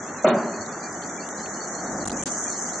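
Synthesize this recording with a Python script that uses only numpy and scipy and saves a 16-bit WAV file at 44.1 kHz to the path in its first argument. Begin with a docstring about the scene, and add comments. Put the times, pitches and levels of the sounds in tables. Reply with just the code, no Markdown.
"""A muddy yard where a sprinkler gun throws water: band-limited random impacts over a smooth mist,
louder as the jet swings nearer, with faint, brief treble tones flickering at random, and a dull noise rush.
Early on a hollow body bangs once (decaying modes), rattles and echoes in a big shed (decaying noise).
Later a low noise rumble swells and fades; weak wind noise comes and goes.
Noise ticks crackle now and then, and the sound cuts out a few times for some milliseconds."""
import sys
import numpy as np
from scipy import signal
from scipy.fft import rfft, irfft, next_fast_len
from scipy.io import wavfile

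SR = 44100
rng = np.random.default_rng(int(sys.argv[2]) if len(sys.argv) > 2 else 0)


def wav_record(signal):
    """Record a signal, one row per channel, as 16-bit PCM in the file named by sys.argv[1]."""
    frames = np.transpose(np.atleast_2d(signal))
    bounded = np.clip(frames, -1, 1)
    # unit amplitude maps onto the largest positive 16-bit level
    quanta = np.round(bounded * 32767).astype(np.int16)
    wavfile.write(sys.argv[1], SR, quanta)


N = 123479

# Spray loudness, dipping around the bang, growing later. Each row: time in seconds, level in dB.
SPRAY_LEVEL = [(0, -42.5), (.15, -39.5), (.22, -46), (.25, -38.5), (.265, -73), (.29, -38), (.318, -99),
               (.345, -44.5), (.43, -44), (.52, -41), (1.1, -39), (1.74, -36.5), (1.87, -36.5), (2.1, -37),
               (2.3, -29.5), (2.8, -34)]
# Spray spectrum. Each row: frequency in Hz, relative density in dB.
SPRAY_SPECTRUM = [(2500, -70), (3600, -57), (4400, -36), (5300, -18.5), (5750, 2.5), (6300, 9.5), (7000, 7),
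                  (7750, 0.5), (8500, -22), (9400, -54.5), (11000, -67)]
# Top of the hiss. Each row: frequency in Hz, relative density in dB.
SHEEN_SPECTRUM = [(6500, -32), (7800, 1.5), (8700, 11.5), (9500, -14), (10300, -56.5)]
# Bigger drops splashing nearby. Each row: time in seconds, peak level in dB.
SPLASHES = [(.885, -38), (1.735, -34), (1.752, -33), (2.320, -23), (2.482, -29), (2.503, -25), (2.579, -29)]
DROPS_PER_S, DROP_SPREAD_DB, MIST_RE_DROPS_DB = 2400, 2.7, -5
SPRAY_LIKENESS = 0.26  # left-right, 0 to 1
SPRAY_FLUTTER_DB, SPRAY_FLUTTER_HZ = 1.2, 21
SHEEN_DB, SHEEN_DB_PER_SPRAY_DB = -42.5, 3.46

# Strength of the treble flecks by pitch. Each row: frequency in Hz, relative level in dB.
FLECK_STRENGTH = [(2300, 9.5), (3000, -9), (3800, -7), (4400, 8), (5400, -4)]
FLECK_DB, FLECK_DB_PER_SPRAY_DB, FLECK_RANGE_DB, FLECK_PAN_DB = -31.5, 0.51, 15, 10
FLECK_ATTACK_S, FLECK_T60_S = .014, .1

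# Modes of the hollow body. Each row: frequency in Hz, level in dB, t60 in seconds.
BANG_MODES = [(224, -32, 0.96), (394, -15, 0.057), (569.5, -17.5, 0.5), (617, -3.5, 0.054), (665.5, -32, 1),
              (960, -15.5, 0.026), (1300, -17.5, 0.075), (2080, -34, 0.14)]
# Single wall reflections of the bang. Each row: delay in seconds, level re direct in dB.
REFLECTIONS = [(.0064, -6), (.031, -8.5), (.05, -12), (.078, -14)]
BANG_S, BANG_ATTACK_S = .2445, 0.0023
# Shed echo spectrum. Each row: frequency in Hz, relative density in dB.
ECHO_SPECTRUM = [(60, -45.5), (130, -13.5), (180, -0.5), (235, 7), (300, -8.5), (385, 6), (490, -8),
                 (600, 4.5), (820, -5), (1300, -7), (2100, -13), (2900, -16), (3700, -53), (5500, -64.5)]
# Shed echo decay. Each row: frequency in Hz, t60 in seconds.
ECHO_T60 = [(200, 1), (650, 0.87), (1400, 1), (3000, 0.043)]
ECHO_DB, ECHO_BUILD_S, ECHO_ROUGH_DB, ECHO_RIPPLE_HZ = -14, 0.012, 1.6, 55
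LATE_RE_ECHO_DB, LATE_T60_S = -28.5, 0.52
# Bright rattle after the blow. Each row: frequency in Hz, relative density in dB.
RATTLE_SPECTRUM = [(700, -29), (1300, 14), (2000, -8.5), (2400, 0.5), (2600, 0), (2950, 12.5), (3200, -0.5),
                   (3450, 6.5), (3620, 6.5), (3820, 11), (4030, -16), (4250, 12), (4700, -34), (5200, -61)]
RATTLE_DELAY_S, RATTLE_HOLD_S, RATTLE_T60_S = .024, .036, .16
RATTLE_DB, RATTLE_ROUGH_DB, RATTLE_ROUGH_HZ = -33.5, 2.2, 130

# Low rumble. Each row: frequency in Hz, relative density in dB.
RUMBLE_SPECTRUM = [(30, -20), (110, -12), (210, 4), (400, -6), (720, -3), (1000, -13.5), (1800, -21),
                   (3000, -72)]
# Soft bump in the rumble. Each row: frequency in Hz, relative density in dB.
BUMP_SPECTRUM = [(25, -2), (70, 8), (140, 0), (400, -55)]
RUMBLE_PEAK_S, RUMBLE_RISE_S, RUMBLE_FALL_S, RUMBLE_DB = 2.024, 0.17, 0.22, -30.5
BUMP_S, BUMP_WIDTH_S, BUMP_DB = 2.075, .03, -40

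# Crackles. Each row: start in seconds, snap pitch in Hz, snap level in dB, fizz level in dB,
# t60 in seconds.
CRACKLES = [(.661, 4300, -42, -60, .03), (.925, 5000, -46, -38, .024), (1.02, 3200, -42, -58, .03),
            (1.036, 4300, -41, -50, .03), (1.288, 3500, -42, -32, .022), (1.46, 2700, -39, -52, .028),
            (1.715, 5200, -56, -35.5, .018), (2.054, 3600, -37, -50, .024), (2.056, 2500, -44, -28, .02),
            (2.074, 4900, -32, -23, .035), (2.080, 3200, -38, -32, .025), (2.096, 3000, -31, -33, .025),
            (2.104, 4100, -34, -50, .025), (2.117, 4300, -34, -35, .028), (2.129, 3500, -48, -31, .013),
            (2.224, 2800, -38, -55, .04), (2.234, 3400, -42, -27, .035)]
# Fizz of the crackles. Each row: frequency in Hz, relative density in dB.
FIZZ_SPECTRUM = [(2500, -42), (5000, -11), (7000, 20), (9800, 9.5), (10800, -15.5), (12000, -22)]
CRACKLE_ATTACK_S, SNAP_WIDTH_OCTAVES = .0006, .35
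# Brief full hiss after the longest gap. Each row: frequency in Hz, relative density in dB.
SPIT_SPECTRUM = [(1000, -12), (2500, 3.5), (5000, 5), (8000, 1), (10000, 1), (11000, -14), (12000, -42)]
SPIT_S, SPIT_HOLD_S, SPIT_T60_S, SPIT_DB = 2.258, .024, .07, -38.5

# Distant rush of jet and machinery. Each row: frequency in Hz, relative density in dB.
RUSH_SPECTRUM = [(30, -31), (70, -19.5), (130, -7.5), (190, 3.5), (340, 1), (500, -2.5), (740, 1),
                 (950, -4), (1300, -1.5), (1950, -7), (2350, -21), (2750, -87.5), (6000, -61)]
RUSH_DB, RUSH_FLUTTER_DB, RUSH_FLUTTER_HZ = -34.5, .55, 30
# Wind puffs. Each row: frequency in Hz, relative density in dB.
AIR_SPECTRUM = [(25, -5), (60, -4), (100, 15.5), (180, -14), (400, -39)]
AIR_DB, AIR_GUST_DB, AIR_GUST_HZ = -61.5, 10, 8
AIR_FADE_START_S, AIR_FADE_DB_PER_S = 2.25, 40
# Left-right likeness of far_noise. Each row: frequency in Hz, likeness from 0 to 1.
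LIKENESS = [(60, 0.91), (180, 1), (700, 0.96), (1400, 0.88), (2500, 0.62), (5000, 0.1)]

# Gaps in the sound. Each row: start in seconds, end in seconds, both at half gain.
DROPOUTS = [(2.0465, 2.053), (2.0675, 2.0738), (2.0885, 2.0952), (2.110, 2.1162), (2.2188, 2.2228),
            (2.238, 2.258)]
DROPOUT_FADE_S, STOPBAND_HZ = .002, 12500


def from_db(db):
    """Decibels to gain."""
    return 10 ** (np.asarray(db) / 20)


def rms_one(x):
    """Scale to rms 1."""
    return x / np.sqrt(np.mean(x ** 2) + 1e-20)


def seconds():
    """Time of every sample."""
    return np.arange(N) / SR


def at_hz(points, hz):
    """Read a table on a log-frequency axis."""
    table_hz, values = np.transpose(points)
    return np.interp(np.log(np.maximum(hz, 1)), np.log(table_hz), values)


def drift(corner_hz):
    """Random wander of rms 1: noise through two equal low-pass poles."""
    step = 40  # samples between computed points
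    pole = np.exp(-2 * np.pi * corner_hz * step / SR)
    noise = rng.standard_normal(N // step + 2002)
    slow = signal.lfilter([1], [1, -2 * pole, pole * pole], noise)[2000:]  # settled part
    return np.interp(np.arange(N) / step, np.arange(len(slow)), rms_one(slow))


def clumpy(depth_db, corner_hz):
    """Gain that comes and goes at random, extremes rounded by tanh; rms 1."""
    rounded = 1.5 * np.tanh(drift(corner_hz) / 1.5)
    return rms_one(from_db(depth_db * rounded))


def coloured(x, spectrum):
    """Causal minimum-phase filter, built by folding the cepstrum."""
    size = 2 * next_fast_len(N)
    hz = np.arange(size // 2 + 1) * SR / size
    cepstrum = irfft(np.log(from_db(at_hz(spectrum, hz))))
    cepstrum[1:size // 2] *= 2
    cepstrum[size // 2 + 1:] = 0
    response = np.exp(rfft(cepstrum))
    return irfft(rfft(x, size) * response)[..., :N]


def mid_side(mid, side, alike):
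    """Left and right with correlation alike, from two independent signals."""
    return np.sqrt(1 + alike) * mid + np.sqrt(1 - alike) * side * [[1], [-1]]


def far_noise(spectrum):
    """Coloured stereo noise, its left-right likeness set by frequency; rms 1."""
    size = 2 * next_fast_len(N // 2 + 1)
    hz = np.arange(size // 2 + 1) * SR / size
    alike = np.clip(at_hz(LIKENESS, hz), 0, 1)
    mid, side = rfft(rng.standard_normal((2, size)))
    pair = irfft(mid_side(mid, side, alike))
    return rms_one(coloured(pair[:, :N], spectrum))


def spread(mid, side):
    """Place near sounds across both channels."""
    return mid_side(mid, side, SPRAY_LIKENESS) / np.sqrt(2)


def near_noise():
    """White noise with the spray's stereo width."""
    return spread(*rng.standard_normal((2, N)))


def spray_re_peak(level_db):
    """Spray level relative to the loudest in its table, in dB."""
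    return level_db - np.max(SPRAY_LEVEL, axis=0)[1]


def spray():
    """Thousands of tiny uneven impacts over smooth mist, a treble sheen and bigger splashes."""
    t = seconds()
    size_db = DROP_SPREAD_DB * np.minimum(rng.exponential(1, (2, N)), 5)
    impacts = from_db(size_db) * rng.choice([-1, 1], (2, N))
    drops = rms_one(impacts * (rng.random((2, N)) < DROPS_PER_S / SR))
    mist = from_db(MIST_RE_DROPS_DB) * rng.standard_normal((2, N))
    patter = spread(*(drops + mist))

    level_db = np.interp(t, *np.transpose(SPRAY_LEVEL)) + SPRAY_FLUTTER_DB * drift(SPRAY_FLUTTER_HZ)
    body = from_db(level_db) * rms_one(coloured(patter, SPRAY_SPECTRUM))

    # the top fades faster than the body
    sheen_db = SHEEN_DB + SHEEN_DB_PER_SPRAY_DB * spray_re_peak(level_db)
    sheen = from_db(sheen_db) * rms_one(coloured(patter, SHEEN_SPECTRUM))

    width_s = .002
    bursts = sum(from_db(db) * np.exp(-((t - s) / width_s) ** 2 / 2) for s, db in SPLASHES)
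    splashes = bursts * rms_one(coloured(near_noise(), SPRAY_SPECTRUM))
    return body + sheen + splashes


def flecks(count=200):
    """Faint soft-edged treble tones at random times, pitches and places, softer when the spray is weak."""
    out, age = np.zeros((2, N + SR)), np.arange(SR // 8) / SR
    envelope = (1 - np.exp(-age / FLECK_ATTACK_S)) * from_db(-60 * age / FLECK_T60_S)
    low_hz, high_hz = FLECK_STRENGTH[0][0], FLECK_STRENGTH[-1][0]
    for when, pitch, softness, place in rng.random((count, 4)):
        start = int(when * N)
        hz = low_hz + (high_hz - low_hz) * pitch
        spray_db = np.interp(start / SR, *np.transpose(SPRAY_LEVEL))
        follow_db = FLECK_DB_PER_SPRAY_DB * spray_re_peak(spray_db)
        db = FLECK_DB + at_hz(FLECK_STRENGTH, hz) + follow_db - FLECK_RANGE_DB * softness
        pan = from_db(FLECK_PAN_DB * (place - .5) * np.array([[1], [-1]]))
        tone = envelope * np.sin(2 * np.pi * hz * age)
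        out[:, start:start + len(age)] += pan * from_db(db) * tone
    return out[:, :N]


def knock(start_s):
    """A soft-edged blow sets a hollow body's modes ringing."""
    age = np.maximum(seconds() - start_s, 0)
    modes = sum(from_db(db - 60 * age / t60_s) * np.sin(2 * np.pi * hz * age)
                for hz, db, t60_s in BANG_MODES)
    return np.minimum(age / BANG_ATTACK_S, 1) * modes


def shed_echo():
    """Uneven diffuse echo: noise bands, each decaying at its own rate plus a faint common tail."""
    age = np.maximum(seconds() - BANG_S, 0)
    rest, echo = far_noise(ECHO_SPECTRUM), 0
    late = from_db(LATE_RE_ECHO_DB - 60 * age / LATE_T60_S)
    for top_hz in 400 * 2 ** np.arange(5):
        band = signal.sosfiltfilt(signal.butter(2, top_hz, fs=SR, output="sos"), rest)
        rest = rest - band
        early = from_db(-60 * age / at_hz(ECHO_T60, top_hz / np.sqrt(2)))
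        echo = echo + clumpy(ECHO_ROUGH_DB, ECHO_RIPPLE_HZ) * band * (early + late)
    return from_db(ECHO_DB) * (1 - np.exp(-age / ECHO_BUILD_S)) * echo


def bang():
    """The blow, its delayed wall reflections and the shed's echo."""
    reflections = sum(from_db(db) * knock(BANG_S + delay_s) for delay_s, db in REFLECTIONS)
    return knock(BANG_S) + reflections + shed_echo()


def rattle():
    """Rough bright noise just after the blow: it holds briefly, then dies fast."""
    age = seconds() - BANG_S - RATTLE_DELAY_S
    decay_db = -60 * np.maximum(age - RATTLE_HOLD_S, 0) / RATTLE_T60_S
    level_db = RATTLE_DB + RATTLE_ROUGH_DB * drift(RATTLE_ROUGH_HZ) + decay_db
    return np.clip(age / BANG_ATTACK_S, 0, 1) * from_db(level_db) * far_noise(RATTLE_SPECTRUM)


def rumble():
    """A low noise swell that rises and falls, with a soft bump shortly after its peak."""
    t = seconds()
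    width_s = np.where(t < RUMBLE_PEAK_S, RUMBLE_RISE_S, RUMBLE_FALL_S)
    swell = np.exp(-((t - RUMBLE_PEAK_S) / width_s) ** 2 / 2)
    bump = np.exp(-((t - BUMP_S) / BUMP_WIDTH_S) ** 2 / 2)
    low = from_db(RUMBLE_DB) * swell * far_noise(RUMBLE_SPECTRUM)
    return low + from_db(BUMP_DB) * bump * far_noise(BUMP_SPECTRUM)


def crackles():
    """Short ticks: each a dry snap of narrow-band noise at its own pitch plus bright fizz."""
    t, out = seconds(), 0
    white = near_noise()
    fizz = rms_one(coloured(white, FIZZ_SPECTRUM))
    for start_s, hz, snap_db, fizz_db, t60_s in CRACKLES:
        edges_hz = hz * 2 ** (SNAP_WIDTH_OCTAVES * np.array([-.5, .5]))
        band_pass = signal.butter(2, edges_hz, "band", fs=SR, output="sos")
        snap = rms_one(signal.sosfilt(band_pass, white))
        age = np.maximum(t - start_s, 0)
        decay = from_db(-60 * np.minimum(age / t60_s, 2))
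        envelope = np.minimum(age / CRACKLE_ATTACK_S, 1) * decay
        out = out + envelope * (from_db(snap_db) * snap + from_db(fizz_db) * fizz)
    return out


def spit():
    """A brief full noise hiss as the sound returns from its longest gap."""
    age = seconds() - SPIT_S
    level_db = SPIT_DB - 60 * np.maximum(age - SPIT_HOLD_S, 0) / SPIT_T60_S
    return (age > 0) * from_db(level_db) * rms_one(coloured(near_noise(), SPIT_SPECTRUM))


def rush():
    """Steady distant noise of jet and machinery, fluttering slightly."""
    level_db = RUSH_DB + RUSH_FLUTTER_DB * drift(RUSH_FLUTTER_HZ)
    return from_db(level_db) * far_noise(RUSH_SPECTRUM)


def air():
    """Weak lumpy wind noise that fades near the end."""
    level_db = AIR_DB - AIR_FADE_DB_PER_S * np.maximum(seconds() - AIR_FADE_START_S, 0)
    return from_db(level_db) * clumpy(AIR_GUST_DB, AIR_GUST_HZ) * far_noise(AIR_SPECTRUM)


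def scene():
    """Sum of every layer in the yard."""
    treble = spray() + flecks()
    events = bang() + rattle() + rumble() + crackles() + spit()
    return treble + events + rush() + air()


def record(dry):
    """Mute the brief gaps, then cut the top with a steep low-pass."""
    t = seconds()
    shut = sum(np.clip(np.minimum(t - start_s, end_s - t) / DROPOUT_FADE_S + .5, 0, 1)
               for start_s, end_s in DROPOUTS)
    low_pass = signal.cheby2(12, 70, STOPBAND_HZ, fs=SR, output="sos")  # 70 dB down from there up
    return signal.sosfilt(low_pass, dry * np.clip(1 - shut, 0, 1))


dry = scene()
out = record(dry)
wav_record(out)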